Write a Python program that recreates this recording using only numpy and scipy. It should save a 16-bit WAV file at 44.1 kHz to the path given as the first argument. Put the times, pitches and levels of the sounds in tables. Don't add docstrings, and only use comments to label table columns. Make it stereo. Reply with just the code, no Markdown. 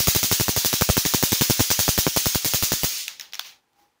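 import sys
import numpy as np
from scipy import signal
from scipy.fft import rfft, irfft, next_fast_len
from scipy.io import wavfile
from scipy.ndimage import uniform_filter1d, minimum_filter1d

SR = 44100
rng = np.random.default_rng(int(sys.argv[2]) if len(sys.argv) > 2 else 0)


def to_linear_factor(level_db):
    exponent = np.asarray(level_db, float) / 20
    return 10 ** exponent


def int16_out(signal):
    q = np.round(np.clip(np.atleast_2d(signal).T, -1, 1) * 32767)
    wavfile.write(sys.argv[1], SR, q.astype(np.int16))


N = 176400

# start in seconds, level in dB, left microphone's jolt at the crack, jolt at
SPARKS_EARLY = [(-0.008, 2, 0.3, -0.19, -0.37), (0.0718, 7, 0.023, -1.53, -0.44),
                (0.1495, 4, 0.31, -0.67, 0.4), (0.2303, 4, -0.065, 0.062, -0.22),
                (0.3142, 5, 0.035, -0.62, 0.4), (0.3985, -2.5, 0.21, -0.47, 0.19),
                (0.4822, -2, 0.53, -0.75, 0.18), (0.5637, 0, 0.31, -0.34, -0.029),
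                (0.6476, 3.5, 0.51, -0.44, 0.036), (0.7298, -1, 0.38, -0.47, 0.21),
                (0.8111, 2, 0.35, -1.34, 0.63), (0.89, -2.5, 0.37, -1, -1),
                (0.9688, 0.5, 0.42, -0.49, 0.97), (1.052, -3.5, 0.11, -0.34, 0.11),
                (1.1376, 0.5, 0.41, -0.65, 0.84), (1.227, 5.5, 0.54, -1.6, 0.9),
                (1.3203, 3.5, -0.19, -0.86, 0.98)]
SPARKS_LATE = [(1.411, 5.5, 0.073, -1.14, 1), (1.499, 3.5, -0.31, -1.33, 0.61),
               (1.5956, -3, 0.21, -0.69, 0.31), (1.7037, 6, 0.12, 0.21, -1.13),
               (1.7919, 3.5, 0.083, -0.83, -0.31), (1.88, 0, -0.55, -1, -0.23),
               (1.9781, 3.5, -0.23, -1.12, -0.21), (2.067, -1.5, 0.32, -0.88, 0.2),
               (2.1632, 0, -0.22, -0.83, 0.011), (2.2578, -3.5, 0.2, -0.55, -0.078),
               (2.348, -5.5, 0.063, -0.62, 0.018), (2.447, -0.5, -0.23, -0.21, 0.19),
               (2.5363, 2, -0.074, -0.51, -0.3), (2.6258, -1.5, -0.028, -0.35, -0.013),
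               (2.7198, -0.5, -0.073, -0.17, -0.049), (2.8337, -0.5, -0.036, -0.55, -0.084)]
# time in seconds, echo delay in ms, crack at the right port in dB.
NEAR_WALL = [(0, 10.5, 0), (.66, 10.34, -1.5), (0.718, 8.7, 1), (1.498, 8.4, 2.5), (1.702, 8.3, -2),
             (1.89, 9.9, -9), (1.968, 8.6, -5), (2.07, 8.6, 1.5), (2.3, 8.9, 0.5), (2.6, 8.4, 1),
             (2.84, 9.4, 2.5)]
# delay in seconds, left level in dB, right level in dB.
SHARP_ECHOES = [
    (.006, -14, -5),
    (.0105, -13.5, -6),
    (.016, -3, -12.5),
]
# time in seconds, jolt as share of full scale.
EXTRA_JOLTS = [(.3147, -0.75), (.3153, 0.23), (.3996, -0.29), (1.8011, 0.64), (1.9790, 0.36),
               (2.8341, 0.34), (2.8349, -0.12), (1.3213, -0.34), (1.3217, 0.6), (2.4625, -0.15),
               (2.7353, -0.46), (1.6093, 0.48), (.0861, 0.69), (.1638, 0.89), (.2445, 0.4), (.3283, 0.47),
               (2.0665, -.6), (2.0669, 1.26), (2.0684, -1), (2.0746, 0.41), (2.0816, -0.38), (.0739, 0.6),
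               (.8128, 0.34), (.8917, 0.51), (1.0537, -0.25), (1.4106, -0.94), (1.499, -0.74),
               (1.7139, 1.45), (1.7912, -0.54), (1.8813, 0.17), (1.8827, -0.2), (2.5358, -0.14),
               (2.5363, 0.44), (2.5368, -0.45), (2.6251, -0.3), (2.6259, -0.039), (2.7201, -0.53),
               (2.7209, 0.39), (.4128, 0.42), (.5723, -0.3), (.5777, 0.29), (1.4237, -.4), (2.1714, 0.4),
               (.8215, -1.1), (.8218, 1.1), (.8222, -1.2), (.8226, 1.4)]
# time in seconds, jolt as share of full scale.
RIGHT_JOLTS = [(0.1504, -0.08), (0.2309, -0.44), (0.314, -0.12), (0.4001, -0.12), (0.482, -0.14),
               (0.5647, -0.12), (0.648, -0.076), (0.7308, -0.077), (0.8105, 0.055), (0.888, -0.095),
               (0.9683, 0.14), (1.0524, 0.18), (1.1381, 0.1), (1.2277, -0.26), (1.3212, 0.2), (1.41, -0.17),
               (1.4989, -0.39), (1.5951, -0.32), (1.7037, 0.36), (1.7887, 0.028), (2.8332, 0.041)]
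# frequency in Hz, level in dB.
SPARK_COLOUR = [(150, -10.5), (800, -14.5), (1800, -12.5), (4700, -4.5), (6600, -2), (7800, -9.5),
                (13500, -10), (15000, -1.5)]
# frequency in Hz, left over right in dB.
LEFT_OVER_RIGHT = [(100, 22.5), (700, 8), (2400, 2), (8000, 1.5), (15000, 5.5)]
# frequency in Hz, time to fall 60 dB in seconds.
ROOM_T60 = [(300, 0.27), (1000, 0.31), (3000, 0.5), (7000, 0.43), (15000, 0.34)]
# start in seconds, peak in dB, left over right in dB, room in dB, strongest ring in Hz.
KNOCKS = [(3.0802, -6, 7, -21.5, 2700), (3.0807, -13, 19, -40, 5370), (3.2001, -23.5, -9, -9.5, 2010),
          (3.3338, -14.5, -3.5, -16.5, 3400), (3.392, -17, 13, -42, 1750), (3.3949, -21, 11, -41, 716),
          (3.394, -4, 6, -20.5, 3390), (3.3949, -6.5, 19, -45, 3280), (3.44, -45, 5, 15, 3400),
          (3.48, -47, 5, 6, 3400), (3.732, -42, 0, -19.5, 2000)]
CLICKS = [(3.1967, -14.5, 25, -27.5, 5510), (3.197, -10.5, 25, -31, 3820), (3.2078, -20, 25, -37, 5530),
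          (3.2105, -11.5, 25, -24.5, 3800), (3.21, -17, 25, -43, 5460), (3.3212, -42, 20, -40, 5500),
          (3.3236, -23.5, 20, -26, 4830), (3.3357, -19, 25, -42, 5470), (3.3388, -25, 10, -39, 5500),
          (3.3431, -12.5, 25, -32, 5700), (3.3454, -16, 25, -42, 5600), (3.35, -25, 10, -41, 4500),
          (3.3530, -14, 25, -29, 5540), (3.4035, -24, 16, -40, 4800)]
# centre in Hz, width in Hz, level in dB.
CASE = [(716, 185, -11), (1690, 540, 0), (3400, 830, 3), (5410, 700, -2), (6400, 520, 1),
        (11650, 2500, -15.5), (14660, 740, 1)]
# centre in Hz, width in Hz, level in dB.
SWITCH = [(2540, 1200, -5), (3800, 600, -3), (5400, 280, -1), (7000, 360, -8), (11200, 1700, -27),
          (15300, 630, -10)]
# frequency in Hz, level in dB.
KNOCK_ROOM = [(300, -31), (700, -10.5), (1600, -7), (3500, -2.5), (6500, -6.5), (8000, -19.5),
              (13500, -17.5), (15000, -8)]
# time in seconds, level in dB.
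RUB_SWELL = [
    (3.70, -91.5),
    (3.765, -70),
    (3.791, -63),
    (3.825, -64.5),
    (3.845, -66),
    (3.95, -82),
]
# frequency in Hz, level in dB.
RUB_COLOUR = [(200, -15), (820, -7), (1500, -10), (3000, -10), (6000, -8), (9000, -23.5), (15000, -11.5)]
# centre in Hz, width in Hz, level over the swell in dB.
HUM = [(328, 43, -82.5), (815, 22, -75.5)]
# frequency in Hz, level per Hz in dB.
FLOOR_COLOUR = [(24, -43), (40, -14), (204, -12.5), (237, -11), (516, -9), (680, -15.5), (790, -3),
                (990, -9.5), (16000, -28.5)]

CRACK_DB, CRACK_PAN_DB, CRACK_T60, CRACK_LEAD_S = 10.5, 2, 0.018, 0.00022
WALL_DB = -18.5
SNAP_HZ, SNAP_WIDTH_HZ, SNAP_DB = 1580, 1260, 6
FIZZ_HZ, FIZZ_WIDTH_HZ, FIZZ_DB = 15400, 3000, 8
JOLT_LAG_S, FLIP_S, FLOP_S, REBOUND_S = 0.0003, 0.00036, 0.0011, 0.00156
JOLT_DB, JOLT_RIGHT_DB = 19.5, 1.5
SWING_HZ, SWING_DAMP, JOLT_TOP_HZ, JOLT_LOW_HZ = 96, 0.65, 3780, 48.3
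EARLY_DB, EARLY_T60, LATE_DB = 5, 1, 6
BUILD_S = np.array([[0.0056], [0.0094]])
SPIKY, SPIKY_T60, PATCHY_DB, RIGHT_T60_SHARE = 0.81, 0.18, 2.5, 0.92
TAIL_LOW_HZ = 895
KNOCK_T60, KNOCK_RISE_S, KNOCK_BLOW = 0.005, 0.0005, 2
RING_DB, RING_WIDTH_HZ = 4, 370
SHADOW_HZ = 3500
KNOCK_FADE_DB_PER_S = 66
FLOOR_DB, FLOOR_SIDE_DB = -64, -60.5
MIC_TOP_HZ, MIC_EDGE_HZ = 15680, 45
DUCK_FROM_DB, DUCK_SLOPE, RECOVER_DB_PER_S, HOLD_S, AHEAD_S = -7, 0.83, 150.5, 0.048, 0.003
GATE_FROM_DB, GATE_SLOPE, GATE_MOST_DB, GATE_S = -46.5, 1.04, 8, 0.016
CLIP_HARD = 7


def unit(x):
    return x / np.sqrt(np.mean(x ** 2) + 1e-20)


def along(points, hz):
    f, v = np.transpose(points)
    return np.interp(np.log(hz + 1), np.log(f + 1), v)


def filtered(x, response):
    m = next_fast_len(x.shape[-1] + 8192)
    spectrum = rfft(x, m) * response(np.fft.rfftfreq(m, 1 / SR))
    return irfft(spectrum, m)[..., :x.shape[-1]]


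def highpass(f, corner_hz):
    return 1j * f / (corner_hz + 1j * f)


def peaks(table):
    def response(f):
        total = 0
        for k, (centre, width, db) in enumerate(table):
            ring = 1j * f * width / (centre * centre - f * f + 1j * f * width)
            total = total + (-1) ** k * to_linear_factor(db) * ring
        return total
    return response


def add(out, x, s):
    i = round(s * SR)
    out[..., max(i, 0):max(i + x.shape[-1], 0)] += x[..., max(-i, 0):N - i]


def add_jolt(out, size, s):
    add(out, np.array([size]), s)


def tails(count):
    hz, t, z = signal.stft(rng.standard_normal((count, 2, SR // 2)), SR, nperseg=512)
    patches = uniform_filter1d(rng.standard_normal(z.shape), size=2, axis=-2)
    patches = unit(uniform_filter1d(patches, size=9, axis=-1))
    t60 = along(ROOM_T60, hz)[:, None] * np.array([1, RIGHT_T60_SHARE])[:, None, None]
    decaying = z * to_linear_factor(PATCHY_DB * patches - 60 * t / t60)
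    tail = signal.istft(decaying, SR, nperseg=512)[1][..., :SR // 2]
    t = np.arange(SR // 2) / SR
    depth = SPIKY * to_linear_factor(-60 * t / SPIKY_T60)
    grain = unit(uniform_filter1d(rng.standard_normal(tail.shape), size=9))
    build = 1 - np.exp(-(t / BUILD_S) ** 2)
    return tail * np.exp(depth * grain - depth ** 2) * build, t


def membrane_swing(f):
    swing = 1j * f / (SWING_HZ ** 2 - f * f + 2j * SWING_DAMP * f * SWING_HZ) * SR / (2 * np.pi)
    return swing / (1 + 1j * f / JOLT_TOP_HZ) * highpass(f, JOLT_LOW_HZ)


def jolts(wall_times):
    steps = np.zeros((2, N))
    for (s, _, first, second, rebound), wall in zip(SPARKS_EARLY + SPARKS_LATE, wall_times):
        jolt = s + JOLT_LAG_S
        add_jolt(steps[0], 0.92 * first, jolt)
        add_jolt(steps[0], -1.5 * first, jolt + FLIP_S)
        add_jolt(steps[0], 0.5 * first, jolt + FLOP_S)
        add_jolt(steps[0], second, wall)
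        add_jolt(steps[0], rebound, wall + REBOUND_S)
    for port, table in enumerate([EXTRA_JOLTS, RIGHT_JOLTS]):
        for at, size in table:
            add_jolt(steps[port], size, at)
    return to_linear_factor([[JOLT_DB], [JOLT_DB + JOLT_RIGHT_DB]]) * filtered(steps, membrane_swing)


def sparks():
    rows = SPARKS_EARLY + SPARKS_LATE
    tail, t = tails(count=len(rows))
    tail = tail * (to_linear_factor(LATE_DB) + to_linear_factor(EARLY_DB - 60 * t / EARLY_T60))
    air, near = np.zeros((2, N)), np.zeros((2, N))
    tb = t[:SR // 50]
    when, delay_ms, facing_db = np.transpose(NEAR_WALL)
    wall_times = [row[0] + np.interp(row[0], when, delay_ms) / 1000 for row in rows]
    for (s, db, *_), wall, room in zip(rows, wall_times, tail):
        burst = rng.standard_normal((5, 2, len(tb))) * to_linear_factor(db + CRACK_DB - 60 * tb / CRACK_T60)
        luck = rng.standard_normal(6)
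        right_db = np.interp(s, when, facing_db) + 0.43 * luck[0]
        add(air, to_linear_factor(db) * room, s)
        add(near, burst[0] * to_linear_factor([[CRACK_PAN_DB], [right_db]]), s - CRACK_LEAD_S)
        add(near, burst[1] * to_linear_factor([[WALL_DB], [WALL_DB - 21.5]]), wall)
        for k, (lag, echo_left_db, echo_right_db) in enumerate(SHARP_ECHOES):
            level = to_linear_factor([[echo_left_db], [echo_right_db]] + 0.56 * luck[1 + k])
            add(air, burst[2 + k] * level * to_linear_factor(-40 * tb / CRACK_T60), s + lag)

    def colour(hz):
        return to_linear_factor(along(SPARK_COLOUR, hz) + np.outer([0.5, -0.5], along(LEFT_OVER_RIGHT, hz)))

    body = peaks([(SNAP_HZ, SNAP_WIDTH_HZ, SNAP_DB), (FIZZ_HZ, FIZZ_WIDTH_HZ, FIZZ_DB)])
    air = filtered(air, lambda f: highpass(f, TAIL_LOW_HZ))
    near = filtered(near, lambda f: 1 + body(f))
    return filtered(air + near, colour) + jolts(wall_times)


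def knocks():
    rows = [(row, CASE) for row in KNOCKS] + [(row, SWITCH) for row in CLICKS]
    tail, t = tails(count=len(rows))
    out, wet = np.zeros((2, N)), np.zeros((2, N))
    tb = t[:SR // 50]
    for ((s, db, pan_db, room_db, ring_hz), body), room in zip(rows, tail):
        rise = 1 - np.exp(-(tb / KNOCK_RISE_S) ** 2)
        burst = rng.standard_normal(len(tb)) * to_linear_factor(-60 * tb / KNOCK_T60) * rise
        burst[round(KNOCK_RISE_S * SR)] += KNOCK_BLOW

        def at_ports(f):
            ring = peaks(body)(f) + peaks([(ring_hz, RING_WIDTH_HZ, RING_DB)])(f)
            shadowed = to_linear_factor(-pan_db) / (1 + 1j * f / SHADOW_HZ) ** 2
            return ring * np.array([1 + 0 * f, shadowed])

        add(out, to_linear_factor(db + 8) * filtered(burst, at_ports), s)
        fade = to_linear_factor(db + room_db + 5 - KNOCK_FADE_DB_PER_S * t)
        add(wet, fade * room * to_linear_factor([[1.5], [-1.5]]), s)
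    return out + filtered(wet, lambda hz: to_linear_factor(along(KNOCK_ROOM, hz)))


def rub():
    swell_db = np.interp(np.arange(N) / SR, *np.transpose(RUB_SWELL))
    hiss = unit(filtered(rng.standard_normal((2, N)), lambda hz: to_linear_factor(along(RUB_COLOUR, hz))))
    hum = np.zeros(N)
    for centre, width, db in HUM:
        tone = filtered(rng.standard_normal(N), lambda f: peaks([(centre, width, 0)])(f) ** 2)
        hum += to_linear_factor(db + 72.5) * unit(tone)
    return to_linear_factor(swell_db + 4) * (hiss + hum) * to_linear_factor([[3], [-3]])


def floor():
    def colour(hz):
        return to_linear_factor(along(FLOOR_COLOUR, hz))

    a, b = filtered(rng.standard_normal((2, N)), colour)
    low = filtered(rng.standard_normal(N), lambda hz: colour(hz) / (1 + (hz / 600) ** 2))
    mid = to_linear_factor(FLOOR_DB) * unit(a)
    side = to_linear_factor(FLOOR_DB) * unit(b) + to_linear_factor(FLOOR_SIDE_DB) * unit(low)
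    return np.array([mid + side, mid - side]) * to_linear_factor([[2], [-2]])


def scene():
    return sparks() + knocks() + rub() + floor()


def gain_control_db(level_db):
    ramp = RECOVER_DB_PER_S * np.arange(N) / SR
    ahead = max(round(AHEAD_S * SR), 2)
    hold = max(round(HOLD_S * SR), ahead + 4)
    wanted = DUCK_SLOPE * np.maximum(level_db - DUCK_FROM_DB, 0)
    need = -minimum_filter1d(-wanted, ahead + hold, origin=(hold - ahead) // 2 - 1)
    return uniform_filter1d(np.maximum.accumulate(need + ramp) - ramp, ahead // 2)


def noise_gate_db(level_db):
    slow_db = uniform_filter1d(level_db, max(round(GATE_S * SR), 1))
    return np.clip(GATE_SLOPE * (GATE_FROM_DB - slow_db), 0, GATE_MOST_DB)


def roll_off(x):
    return signal.sosfilt(signal.butter(12, 16830, fs=SR, output="sos"), x)


def record(dry):
    mic = filtered(dry, lambda f: 1 / (1 + np.exp(np.clip((f - MIC_TOP_HZ) / MIC_EDGE_HZ, -50, 9))))
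    treble = filtered(mic, lambda f: highpass(f, 800) ** 2)
    power = np.abs(uniform_filter1d((treble ** 2).max(0), size=45))
    level_db = 10 * np.log10(power + 1e-12) + 6
    x = mic * to_linear_factor(-gain_control_db(level_db) - noise_gate_db(level_db))
    mix = x / (1 + np.abs(x) ** CLIP_HARD) ** (1 / CLIP_HARD)
    return roll_off(mix)


dry = scene()
out = record(dry)
int16_out(out)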